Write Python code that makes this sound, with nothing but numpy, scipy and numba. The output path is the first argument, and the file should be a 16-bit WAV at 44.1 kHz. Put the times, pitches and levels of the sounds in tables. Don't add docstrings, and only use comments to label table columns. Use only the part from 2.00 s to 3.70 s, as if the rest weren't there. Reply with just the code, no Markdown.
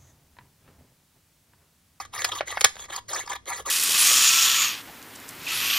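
import sys
import numpy as np
from scipy import signal
from scipy.fft import rfft, irfft, next_fast_len
from scipy.io import wavfile
from scipy.ndimage import uniform_filter1d
from numba import njit

SR = 44100
rng = np.random.default_rng(int(sys.argv[2]) if len(sys.argv) > 2 else 0)


def volts_from_db(level):
    exponent = np.asarray(level, float) / 20
    return 10 ** exponent


def wav_out(sig):
    wavfile.write(sys.argv[1], SR, np.round(np.clip(np.atleast_2d(sig).T, -1, 1) * 32767).astype(np.int16))


N = 74970


def unit(x):
    return x / np.sqrt(np.mean(x ** 2))


def band(x, order, edges_hz):
    return signal.lfilter(*signal.butter(order, edges_hz, "band", fs=SR), x)


def colour(x, curve, tilt_db=0.):
    hz, points = np.arange(1, 1026) * SR / 2050, np.array(curve)
    level_db = np.interp(np.log(hz), np.log(points[:, 0]), points[:, 1])
    gain = volts_from_db(level_db + tilt_db * np.log2(hz / 2000))
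    cepstrum = irfft(np.log(gain))
    cepstrum[1:1024] *= 2
    cepstrum[1025:] = 0
    response = irfft(np.exp(rfft(cepstrum)))
    return signal.fftconvolve(x, unit(response) / np.sqrt(len(cepstrum)))[:len(x)]


def ring(x, hz, width_hz):
    return signal.lfilter(*signal.iirpeak(hz, hz / width_hz, SR), x)


@njit
def glide(x, hz, width_hz):
    y, band_state, low_state = np.empty(len(x)), 0., 0.
    for i in range(len(x)):
        g, damping = np.tan(np.pi * hz[i] / SR), width_hz / hz[i]
        v = (band_state + g * (x[i] - low_state)) / (1 + g * (g + damping))
        band_state = 2 * v - band_state
        low_state += 2 * g * v
        y[i] = damping * v
    return y


def walk(per_s):
    hold = int(SR / per_s)
    steps = np.repeat(rng.standard_normal(N // hold + 1), hold)
    return unit(uniform_filter1d(steps, hold)[:N])


def fibres(per_s, spread_db):
    chance, side, size = rng.random((3, N))
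    height = volts_from_db(-spread_db * np.log(size + 1e-9))
    return unit((chance < per_s / SR) * np.sign(side - .5) * height)


def crunch():
    band_edges = [100, 700, 1400, 2600, 4300, 6000, 9000, 20000]
    tears = fibres(12000, 1.8)
    total = 0
    for edge_pair in zip(band_edges, band_edges[1:]):
        swell = volts_from_db(3 * walk(70))
        total = total + swell * band(tears, 2, edge_pair)
    return unit(total)


def closing(t):
    # (time [s], relative shear level [dB], rasp pitch [Hz])
    strokes = [
        [(.118, -69, 1960), (.137, -37.5, 1850), (.177, -39.5, 1820), (.205, -32.5, 1910), (.235, -38, 1860),
         (.275, -43, 1820), (.292, -38, 1850), (.305, -58, 1870)],
        [(.455, -64, 2030), (.474, -39, 2100), (.484, -36, 2080), (.53, -41, 1870), (.564, -41, 1910),
         (.59, -47, 1260), (.63, -49, 1440), (.641, -35.5, 1500), (.65, -88, 1500)],
        [(.69, -48, 1920), (.72, -64, 1920), (.75, -53.5, 1990), (.756, -56, 1940), (.772, -50.5, 2000),
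         (.787, -46, 2870), (.795, -41, 3480), (.855, -45, 3360), (.868, -65, 3460)],
        [(1.076, -82, 2005), (1.084, -46, 2060), (1.092, -35.5, 2030), (1.135, -33, 1754), (1.16, -33.5, 1660),
         (1.19, -35.5, 1780), (1.225, -41, 2150), (1.245, -52.5, 1000), (1.27, -52.5, 1020), (1.28, -86, 1000)],
        [(1.453, -99.5, 2093), (1.457, -41, 1980), (1.464, -68.5, 2020), (1.467, -45, 2100),
         (1.489, -33.5, 2110), (1.525, -36, 2110), (1.545, -37.5, 1840), (1.575, -38.5, 2040), (1.6, -35, 574),
         (1.615, -54.5, 490), (1.635, -63, 500)],
    ]
    stroke_tilts = [-0.7, -1.4, -0.69, -0.27, -0.71]
    # (frequency [Hz], relative level [dB])
    shear_curve = [(150, -83.5), (350, -13), (700, -4), (1200, -7), (2000, -5.5), (2800, -7), (4200, -6),
                   (7000, -4), (10500, -8), (15500, -22.5)]
    silent_db = -120
    grain, out = volts_from_db(2 * walk(130)) * crunch(), 0
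    for stroke, tilt in zip(strokes, stroke_tilts):
        s, db, hz = np.array(stroke).T
        push_db = np.interp(t, s, db, left=silent_db, right=silent_db)
        tears = volts_from_db(push_db) * grain
        out = out + colour(tears + rasp(tears, np.interp(t, s, hz)), shear_curve, tilt)
    return out


def rasp(tears, hz):
    width_hz, overtone = 160., 2.05
    main = volts_from_db(7.5) * glide(tears, hz, width_hz)
    return main + glide(tears, overtone * hz, overtone * width_hz)


def opening(t):
    # (time of peak [s], relative level [dB], swell time from 1/e to peak [s], squeak pitch [Hz])
    slips = [(.004, -26.5, 0.015, 1165), (0.031, -39, 0.017, 1290), (0.052, -30.5, 0.0017, 1210),
             (0.055, -41.5, 0.0048, 1137), (0.32, -24.5, 0.0032, 1318), (0.322, -36, 0.014, 1380),
             (0.334, -29.5, 0.011, 1230), (0.356, -25.5, 0.0062, 1140), (0.376, -31.5, 0.016, 1170),
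             (0.388, -37, 0.018, 1080), (0.893, -38, 0.0082, 1000), (0.906, -29, 0.0059, 980),
             (0.927, -28.5, 0.0095, 1394), (0.947, -29.5, 0.014, 993), (0.964, -27.5, 0.0061, 1130),
             (0.983, -27, 0.0083, 1077), (1.278, -25.5, 0.0039, 1010), (1.301, -26, 0.01, 1014),
             (1.32, -26.5, 0.0059, 1100), (1.334, -22, 0.0057, 1152), (1.357, -26, 0.0071, 1032),
             (1.665, -23, 0.0082, 1150), (1.682, -28, 0.011, 980), (1.695, -27, 0.015, 970)]
    # (frequency [Hz], relative level [dB])
    slip_curve = [(150, -50.5), (350, -13.5), (700, -6.5), (1150, -6.5), (2000, -6), (2700, -8),
                  (3500, -6.5), (7000, -10), (10500, -13.5), (15500, -25)]
    fade_ratio = 1.186
    swells = 0
    for s, db, swell_s, _ in slips:
        span = swell_s * np.where(t > s, fade_ratio, 1)
        swells = swells + volts_from_db(db - 10) * np.exp(-((t - s) / span) ** 2)
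    rub = swells * crunch()
    peak_s, _, _, pitch_hz = np.array(slips).T
    squeak = volts_from_db(7) * glide(rub, np.interp(t, peak_s, pitch_hz), 128.)
    return colour(rub + squeak, slip_curve)


def snaps(t):
    # (time [s], relative level [dB], time until the fall [s], tilt [dB per octave])
    snap_events = [(0.2185, -24, 0.0012, 0.5), (0.244, -17, 0.0072, 1), (0.5243, -29, 0.00086, -4.5),
                   (0.6087, -15.5, 0.0023, 3.5), (0.6129, -20, 0.0024, 0.5), (.642, -13.5, 0.0045, -0.5),
                   (0.6441, -7, 0.0037, 1.5), (0.65, -22.5, 0.0048, -3.5), (0.755, -35.5, .001, -1),
                   (0.7663, -35, 0.00068, -3), (0.7942, -35.5, 0.0013, -1.5), (0.858, -39.5, 0.00077, -5),
                   (1.4633, -40.5, 0.00089, -4)]
    # (frequency [Hz], relative level [dB])
    snap_curve = [(150, -44), (300, -22), (450, -3), (750, -7), (1000, -6), (1200, -2), (2200, -0.5),
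                  (3000, -6), (4500, -1), (5800, -7), (7200, -4), (8600, -11), (10500, -12), (15500, -19)]
    rise_s, fall_s = .001, .002
    cracks, out = fibres(16000, 1.2), 0
    for s, db, hold, tilt in snap_events:
        rise = np.clip((t - s) / rise_s, 0, 1)
        fall = np.exp(-np.maximum(t - s - hold, 0) / fall_s)
        out = out + colour(volts_from_db(db - 2) * rise * fall * cracks, snap_curve, tilt)
    return out


def bump(u):
    return u * np.exp(1 - u)


def knocks(t):
    # (time [s], relative level [dB],
    # pitch [Hz])
    knock_events = [(0.4078, -13, 632), (0.4127, -21.5, 1390), (.429, -31.5, 593), (0.5719, -14.5, 815),
                    (0.5768, -18, 1700), (0.644, -39.5, 101), (1.237, -41.5, 430)]
    # (frequency [Hz], relative level [dB])
    tick_curve = [(150, -27.5), (500, -2.5), (1500, 1.5), (2200, 0), (3500, -9.5), (5000, -12.5),
                  (8000, -30), (15500, -35.5)]
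    peak_cycles, tick_peak_s = .56, .0012
    cutoff_share = .65
    cracks, out = rng.standard_normal(N), 0
    for s, db, hz in knock_events:
        late = np.maximum(t - s, 0)
        push = bump(late * hz / peak_cycles) * np.sin(2 * np.pi * hz * late)
        knock_wave = signal.lfilter(*signal.butter(3, cutoff_share * hz, "high", fs=SR), push)
        tick = volts_from_db(-10) * colour(bump(late / tick_peak_s) * cracks, tick_curve)
        out = out + volts_from_db(db) * (knock_wave + tick)
    return out


def body(x, share_db, widen, shift_db):
    # (frequency [Hz], width before widening [Hz], relative level [dB])
    modes = [(530, 29, -5), (780, 122, -2.5), (970, 17, -1.5), (1205, 72, 3.5), (1457, 44, -11),
             (1700, 28, -0.5), (1942, 230, -10), (2220, 49, -9.5), (2700, 47, -9.5), (3150, 62, -3.5),
             (3370, 73, -1), (3680, 42, -4.5), (3780, 110, -18), (4440, 23, -24.5), (4765, 53, -11.5),
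             (4920, 50, -12.5), (6000, 44, -12.5), (6710, 570, -1.5)]
    ringing = 0
    for hz, width_hz, db in modes:
        driven = x * volts_from_db(shift_db * walk(25.47))
        ringing = ringing + volts_from_db(db + 6) * ring(driven, hz, width_hz * widen)
    return x + volts_from_db(share_db) * ringing


def room(x):
    t60_s, late_t60_s, late_db = .085, .27, -13
    thin_hz, apart_hz, dull_hz, apart = 920, 4160, 10000, 1.05
    t = np.arange(SR // 2) / SR
    decay = volts_from_db(-60 * t / t60_s) + volts_from_db(late_db - 60 * t / late_t60_s)
    mid, side = rng.standard_normal((2, len(t))) * decay * (t > .003)
    side = apart * band(side, 2, (thin_hz, apart_hz))
    wet = []
    for sign in (1, -1):
        tail = band(mid + sign * side, 1, (thin_hz, dull_hz))
        tail = volts_from_db(-13) * tail / np.sqrt(np.sum(tail ** 2))
        wet.append(signal.fftconvolve(x, tail)[:N])
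    return np.array(wet)


def air():
    # (frequency [Hz], relative level [dB])
    air_curve = [(20, -2.5), (40, -8), (110, -11), (180, -10), (300, -14.5), (1000, -27), (3000, -33),
                 (7000, -29), (15500, -48.5)]
    # (frequency [Hz], level before the wavering [dB], width of each of two passes [Hz])
    hum_modes = [(62.1, -62.5, 16), (95.2, -63, 23)]
    mid = colour(rng.standard_normal(N), air_curve)
    side = colour(rng.standard_normal(N), air_curve)
    side = .82 * band(side, 2, (150.5, 4160))
    hum = 0
    for hz, db, width_hz in hum_modes:
        once = ring(rng.standard_normal(N), hz, width_hz)
        hum = hum + volts_from_db(db) * unit(ring(once, hz, width_hz))
    tone = volts_from_db(-61) * (mid + side * np.array([[1], [-1]]))
    return tone + hum * volts_from_db(2 * walk(24))


def scene():
    t = np.arange(N) / SR
    strokes = body(closing(t) + opening(t), share_db=-1.5, widen=1.2, shift_db=4.5)
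    snapping = body(snaps(t), share_db=-2, widen=1.1, shift_db=0)
    near = strokes + snapping + knocks(t)
    return near + room(near) + air()


def low_pass(x):
    return signal.sosfilt(signal.butter(12, 16300, fs=SR, output="sos"), x)


def record(dry):
    # (frequency [Hz], lag [rad])
    port_lag = [(0, 0), (300, -.25), (860, -.8), (1250, -.2), (1900, 0), (2600, .5), (3200, .6), (4900, 0),
                (5860, 1.6), (6900, np.pi), (7900, np.pi), (8600, 4.3), (9900, 2 * np.pi),
                (11300, 2 * np.pi), (12050, 7.8), (12700, 3 * np.pi), (14600, 3 * np.pi),
                (15500, 4 * np.pi)]
    size = next_fast_len(N + 2048)
    lag = np.interp(np.arange(size // 2 + 1) * SR / size, *np.array(port_lag).T)
    turn = np.exp(1j * lag * np.array([[0], [-1]]))
    ports = irfft(rfft(dry, size) * turn, size)[:, :N]
    soft = signal.sosfilt(signal.butter(8, 15900, fs=SR, output="sos"), ports)
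    return low_pass(soft)


dry = scene()
out = record(dry)
wav_out(out)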